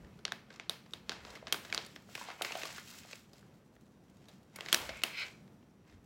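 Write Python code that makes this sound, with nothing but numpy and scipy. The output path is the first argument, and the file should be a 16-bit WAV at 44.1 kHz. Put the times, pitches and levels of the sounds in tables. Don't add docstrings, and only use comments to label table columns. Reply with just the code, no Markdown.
import sys
import numpy as np
from scipy import signal
from scipy.fft import rfft, irfft, next_fast_len
from scipy.io import wavfile
from scipy.ndimage import uniform_filter1d

SR = 44100
rng = np.random.default_rng(int(sys.argv[2]) if len(sys.argv) > 2 else 0)


def transcribe(signal):
    frames = np.atleast_2d(signal).T
    limited = np.clip(frames, -1, 1)
    pcm = np.round(limited * 32767).astype(np.int16)
    wavfile.write(sys.argv[1], SR, pcm)


def nominal_scale(level):
    x = np.asarray(level, float) / 20
    return 10 ** x


N = 266893


def level(x, db):
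    return x * nominal_scale(db) / np.sqrt(np.mean(x ** 2))


def ring(x, hz, width_hz):
    return signal.lfilter(*signal.iirpeak(hz, hz / width_hz, fs=SR), x)


def cut(x, hz, kind, order=2):
    return signal.sosfilt(signal.butter(order, hz, kind, fs=SR, output="sos"), x)


def colour(x, points):
    hz, db = np.transpose(points)
    size = next_fast_len(len(x))
    f = np.maximum(np.fft.rfftfreq(size, 1 / SR), 1)
    gain = nominal_scale(np.interp(np.log(f), np.log(hz), db))
    return irfft(rfft(x, size) * gain, size)[:len(x)]


def walk(rate):
    k = int(SR / rate)
    steps = np.repeat(rng.standard_normal(N // k + 1), k)
    steps = uniform_filter1d(uniform_filter1d(steps, k), k)[:N]
    return steps / steps.std()


def add(out, s, sound, peak_db):
    i = int(s * SR)
    out[i:i + len(sound)] += (sound * nominal_scale(peak_db) / np.abs(sound).max())[:N - i]


def gesture(s, hold, db, change_db, on_db_per_s, off_db_per_s):
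    t = np.arange(N) / SR - s
    hold = max(hold, .005)
    drift = change_db * np.clip(t / hold, 0, 1)
    rise = on_db_per_s * np.minimum(t, 0)
    fall = off_db_per_s * np.maximum(t - hold, 0)
    return db + drift + rise - fall


# frequency in Hz, relative density in dB per Hz.
HUSH_TONE = [(20, -36), (45, -11.5), (110, -3.5), (200, 0), (260, -6), (500, -13.5), (800, -19),
             (1700, -26.5), (5000, -40), (8000, -42.5), (16000, -45.5)]


def hush():
    whine = level(ring(rng.standard_normal(N), 5800, 150), -90.0)
    air = level(colour(rng.standard_normal(N), HUSH_TONE), -60.5)
    return air * nominal_scale(1.3 * walk(4.5)) + whine


def crackle(rate, spread_db):
    sizes = (rng.random(N) < rate / SR) * nominal_scale(spread_db * rng.exponential(size=N))
    smear = signal.lfilter([1], [1, -np.exp(-1 / (0.0027 * SR))], sizes)
    return smear * rng.standard_normal(N)


# start in seconds, hold in seconds, level in dB,
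# change during the hold in dB, brightness in dB per octave.
HAND_MOVES = [(0.01, 0.16, -69, -6, -2), (0.514, 0.05, -62, -1, -4.5), (0.885, 0.078, -71.5, 4, -0.5),
              (1.109, 0.07, -56.5, 1.5, -1.5), (1.272, 0.063, -51, -0.5, -2), (1.48, .34, -61.5, 8, -2),
              (1.92, 0.035, -68, -0.5, 7.5), (2.118, 0.085, -60.5, 3.5, 4.5), (2.24, .09, -52, 2, -2),
              (2.456, 0.33, -48, -2, 2), (2.878, .3, -57.5, -5, 4), (3.358, 0.2, -66.5, -12.5, 1),
              (4.115, 0.31, -73, -6, 0.5), (4.573, 0.26, -55, 10.5, -1.5), (4.97, 0.16, -56, 0.5, -1),
              (5.197, 0.061, -49, -2, 1), (5.885, 0.024, -65.5, -1.5, -3.5)]
# frequency in Hz, filter gain in dB.
FILM_TONE = [(200, -12), (500, -1.5), (1100, -1), (2000, 0), (4700, -6), (6600, -9), (7700, -8.5),
             (8600, -17.5), (16000, -17.5)]


def rustle():
    grip_db_per_s, let_go_db_per_s = 298.5, 203
    at_rest = nominal_scale(-84)
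    moves = np.array([nominal_scale(gesture(*move[:4], grip_db_per_s, let_go_db_per_s)) for move in HAND_MOVES])
    gain = moves.sum(axis=0) + at_rest
    tilt = (np.transpose(HAND_MOVES)[4] @ moves + 4.7 * at_rest) / gain
    shared = level(crackle(610, 2.4), -11.5)
    patches_hz = 350 * 1.7 ** np.arange(8)
    film = 0
    for hz in patches_hz:
        own_creases = level(crackle(120, 3.45), -4)
        drive = shared + own_creases + level(rng.standard_normal(N), -6)
        flicker_db = 3.9 * walk(25)
        film = film + ring(drive, hz, 0.96 * hz) * nominal_scale(tilt * np.log2(hz / 2500) + flicker_db)
    return gain * level(colour(film, FILM_TONE), 0)


# centre in seconds, level at the centre in dB,
# time from the centre to 1/e in seconds.
AIR_PUFFS = [(0.023, -58, 0.053), (4.89, -55.5, 0.09), (1.24, -64.5, 0.23), (5.957, -58.5, 0.043)]


def puffs():
    t = np.arange(N) / SR
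    gust = sum(nominal_scale(db) * np.exp(-((t - s) / length) ** 2) for s, db, length in AIR_PUFFS)
    rumble = ring(ring(rng.standard_normal(N), 66, 60), 66, 60)
    return gust * level(rumble, 0)


# start in seconds, panel peak in dB, panel ring in Hz,
# treble relative to the panel in dB, decay time of the jerks in milliseconds.
CREASE_SNAPS = [(0.0464, -51.5, 1760, -17, 4.3), (0.19, -49.5, 1610, -15, 6.2),
                (0.252, -20.5, 4040, -30, 1.4), (0.28, -30, 1650, -37, 1.1),
                (0.321, -21, 1920, -14.5, 1.07), (0.504, -44.5, 1600, -33, 3.4),
                (0.528, -48, 4000, -11, 2.5), (0.598, -28, 2340, -45, 1.7), (0.6957, -17, 4090, -7.5, 1.22),
                (0.8618, -49, 2160, -25, 3.9), (0.9354, -28, 3750, -12, 2.2),
                (1.0945, -17.5, 4140, -25, 1.34), (1.1189, -27, 1540, -23, 4.1),
                (1.2508, -33, 1330, -50, 0.24), (1.353, -38, 2100, -13, 8.8), (1.372, -44, 1280, -17, 2.4),
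                (1.47, -28, 1800, -39, 3.6), (1.525, -15, 3080, -1.5, 2.85), (1.544, -24, 1430, -22, 2.5),
                (1.6488, -36.5, 1680, -30, 4.1), (1.7264, -19, 2280, -25, 1.7),
                (1.7469, -18, 4900, -10, 1.3), (1.7778, -15.5, 4030, -33, 1), (1.863, -43.5, 4500, 2, 4.5),
                (1.9614, -34, 1930, -24, 2), (2.152, -28, 2530, -7.5, 3.2), (2.177, -35, 2400, -16, 4.9),
                (2.3028, -34, 1600, -24, 1.5), (2.4201, -24, 3390, -1, 4.4), (2.4478, -25, 2300, -16, 4.5),
                (2.5211, -28, 2800, -12, 3), (2.5536, -30.5, 2930, -22, 2.5),
                (2.5868, -36.5, 1400, -25, 2.8), (2.6337, -25, 2640, -31, 1.4), (2.655, -31, 1210, -8, 3.4),
                (2.781, -36, 1600, -7, 3), (3.111, -44.5, 1930, -17, 1.1), (3.1303, -34, 2450, -28, 2.5),
                (3.3329, -47, 4900, -4.5, 4.6), (3.765, -53, 1900, -14, 1.2),
                (4.2844, -46.5, 3950, -8.5, 9.5), (4.5597, -37, 2300, 2, 4.4),
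                (4.608, -25.5, 2980, -16, 1.3), (4.6615, -30, 1910, -26, 1.1),
                (4.6859, -29.5, 2080, -17, 3.2), (4.728, -8, 3380, -3, 2.16), (4.745, -10, 5600, -2, 0.96),
                (4.8918, -28.5, 2300, -31, 5.9), (5.036, -14, 2900, -5, 2.1), (5.478, -56.5, 2200, -20, 2),
                (5.628, -57.5, 2784, -24, 1.1), (5.925, -54, 2000, -22, 1.9)]


def snaps():
    near, walls, ms = np.zeros(N), np.zeros(N), np.arange(1024) / SR * 1000
    chance = rng.standard_normal((len(CREASE_SNAPS), 2, len(ms)))
    click = 1. * (ms == 0)
    for (s, db, hz, treble_db, length_ms), noise in zip(CREASE_SNAPS, chance):
        jerks, ticks = (noise * np.abs(noise) + 8.0 * click) * np.exp(-ms / max(length_ms, .2))
        panel = ring(jerks, hz, 0.13 * hz) + nominal_scale(-9) * cut(jerks, 1100, "high")
        add(near, s, cut(panel, 4200 + 0.43 * hz, "low", order=4), db)
        add(near, s, ring(cut(ticks, 5900, "high"), 6100, 8000), db + treble_db)
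        thump = ring(ring(jerks, 390, 540), 390, 540)
        add(near, s + .002, thump, 0.54 * db - 27.5)
        smooth = ring(click, hz, 0.59 * hz) + nominal_scale(2.5) * cut(click, 250, "high")
        smooth = cut(smooth, 4700, "low", order=3) + nominal_scale(treble_db) * cut(click, 5500, "high")
        add(walls, s, smooth, db + 10 * np.log10(1.9 * length_ms))
    return near, walls


# start in seconds, peak in dB, ring in Hz.
HOLLOW_TAPS = [(1.426, -41.5, 590), (2.09, -48, 620), (2.179, -40, 920), (2.213, -34, 1020),
               (2.287, -34.5, 680), (2.394, -44, 651), (2.411, -27, 694), (2.508, -32.5, 555),
               (2.553, -29.5, 744), (2.634, -38, 510), (2.653, -36, 686), (2.692, -43, 620),
               (3.05, -47, 600), (4.892, -34, 635)]


def taps():
    out = np.zeros(N)
    chance = rng.standard_normal((len(HOLLOW_TAPS), 1536))
    for (s, db, hz), noise in zip(HOLLOW_TAPS, chance):
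        push = cut(noise, 1800, "low") * np.exp(-np.arange(len(noise)) / SR / 0.0021)
        body = ring(push, hz, 170) + 0.3 * ring(push, 1.17 * hz, 600)
        add(out, s, body, db)
    return out


# start in seconds, hold in seconds, level in dB,
# change during the hold in dB.
FOLD_STROKES = [(2.434, .075, -52.5, 1.5), (4.872, 0.15, -59, -0.5), (5.067, 0.085, -56, 5.5),
                (5.188, 0.044, -43.5, 0)]
# frequency in Hz, width in Hz,
# level at the firmest stroke in dB.
POCKET_MODES = [(1600, 400, -8), (2280, 705, 3), (2900, 230, -6.5), (4100, 560, -2.5), (4870, 440, -7.5)]


def slide():
    on_db_per_s, off_db_per_s = 230, 328
    rub = nominal_scale(1.1 * walk(130)) * rng.standard_normal(N)
    strokes = [gesture(*stroke, on_db_per_s, off_db_per_s) for stroke in FOLD_STROKES]
    db = np.max(strokes, axis=0)
    firm_db = 0.62 * (db - db.max())
    pocket = 0
    for hz, width_hz, mode_db in POCKET_MODES:
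        mode = level(ring(ring(rub, hz, width_hz), hz, width_hz), 0)
        pocket = pocket + nominal_scale(mode_db + firm_db * max(np.log2(hz / 2250), 0)) * mode
    return nominal_scale(db) * pocket


# centre in Hz, time to fall by 60 dB in seconds, energy in dB.
ROOM_BANDS = [(258, 0.3, -19), (774, 0.48, -22), (1900, 0.45, -17), (4770, 0.14, -25.5), (8850, 0.43, -16),
              (13220, 0.26, -14.5)]


def room(near, walls):
    t = np.arange(SR // 2) / SR
    build_up = 1 - np.exp(-(t / 0.00084) ** 2)
    tail = 0
    for hz, t60, db in ROOM_BANDS:
        decay = np.exp(-np.log(1000) * t / t60)
        band = ring(rng.standard_normal(len(t)), hz, 1.5 * hz) * decay * build_up
        tail = tail + nominal_scale(db) * band / np.sqrt(np.sum(band ** 2))
    lag = int(1.9 * SR / 1000)
    echo = nominal_scale(-18.5) * np.pad(near, (lag, 0))[:N]
    return near + echo + signal.fftconvolve(walls, tail)[:N]


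def scene():
    air, film, gusts = hush(), rustle(), puffs()
    near, walls = snaps()
    tap, stroke = taps(), slide()
    near = near + film + tap + stroke
    walls = walls + film + nominal_scale(0.5) * tap + nominal_scale(-7) * stroke
    return (room(near, walls) + gusts + air)[None]


def band_limit(x):
    return signal.sosfilt(signal.butter(12, 16870, fs=SR, output="sos"), x)


def record(dry):
    top = signal.ellip(6, .3, 40, 15900, fs=SR, output="sos")
    mix = signal.sosfilt(top, cut(dry, 31, "high"))
    return band_limit(mix)


dry = scene()
out = record(dry)
transcribe(out)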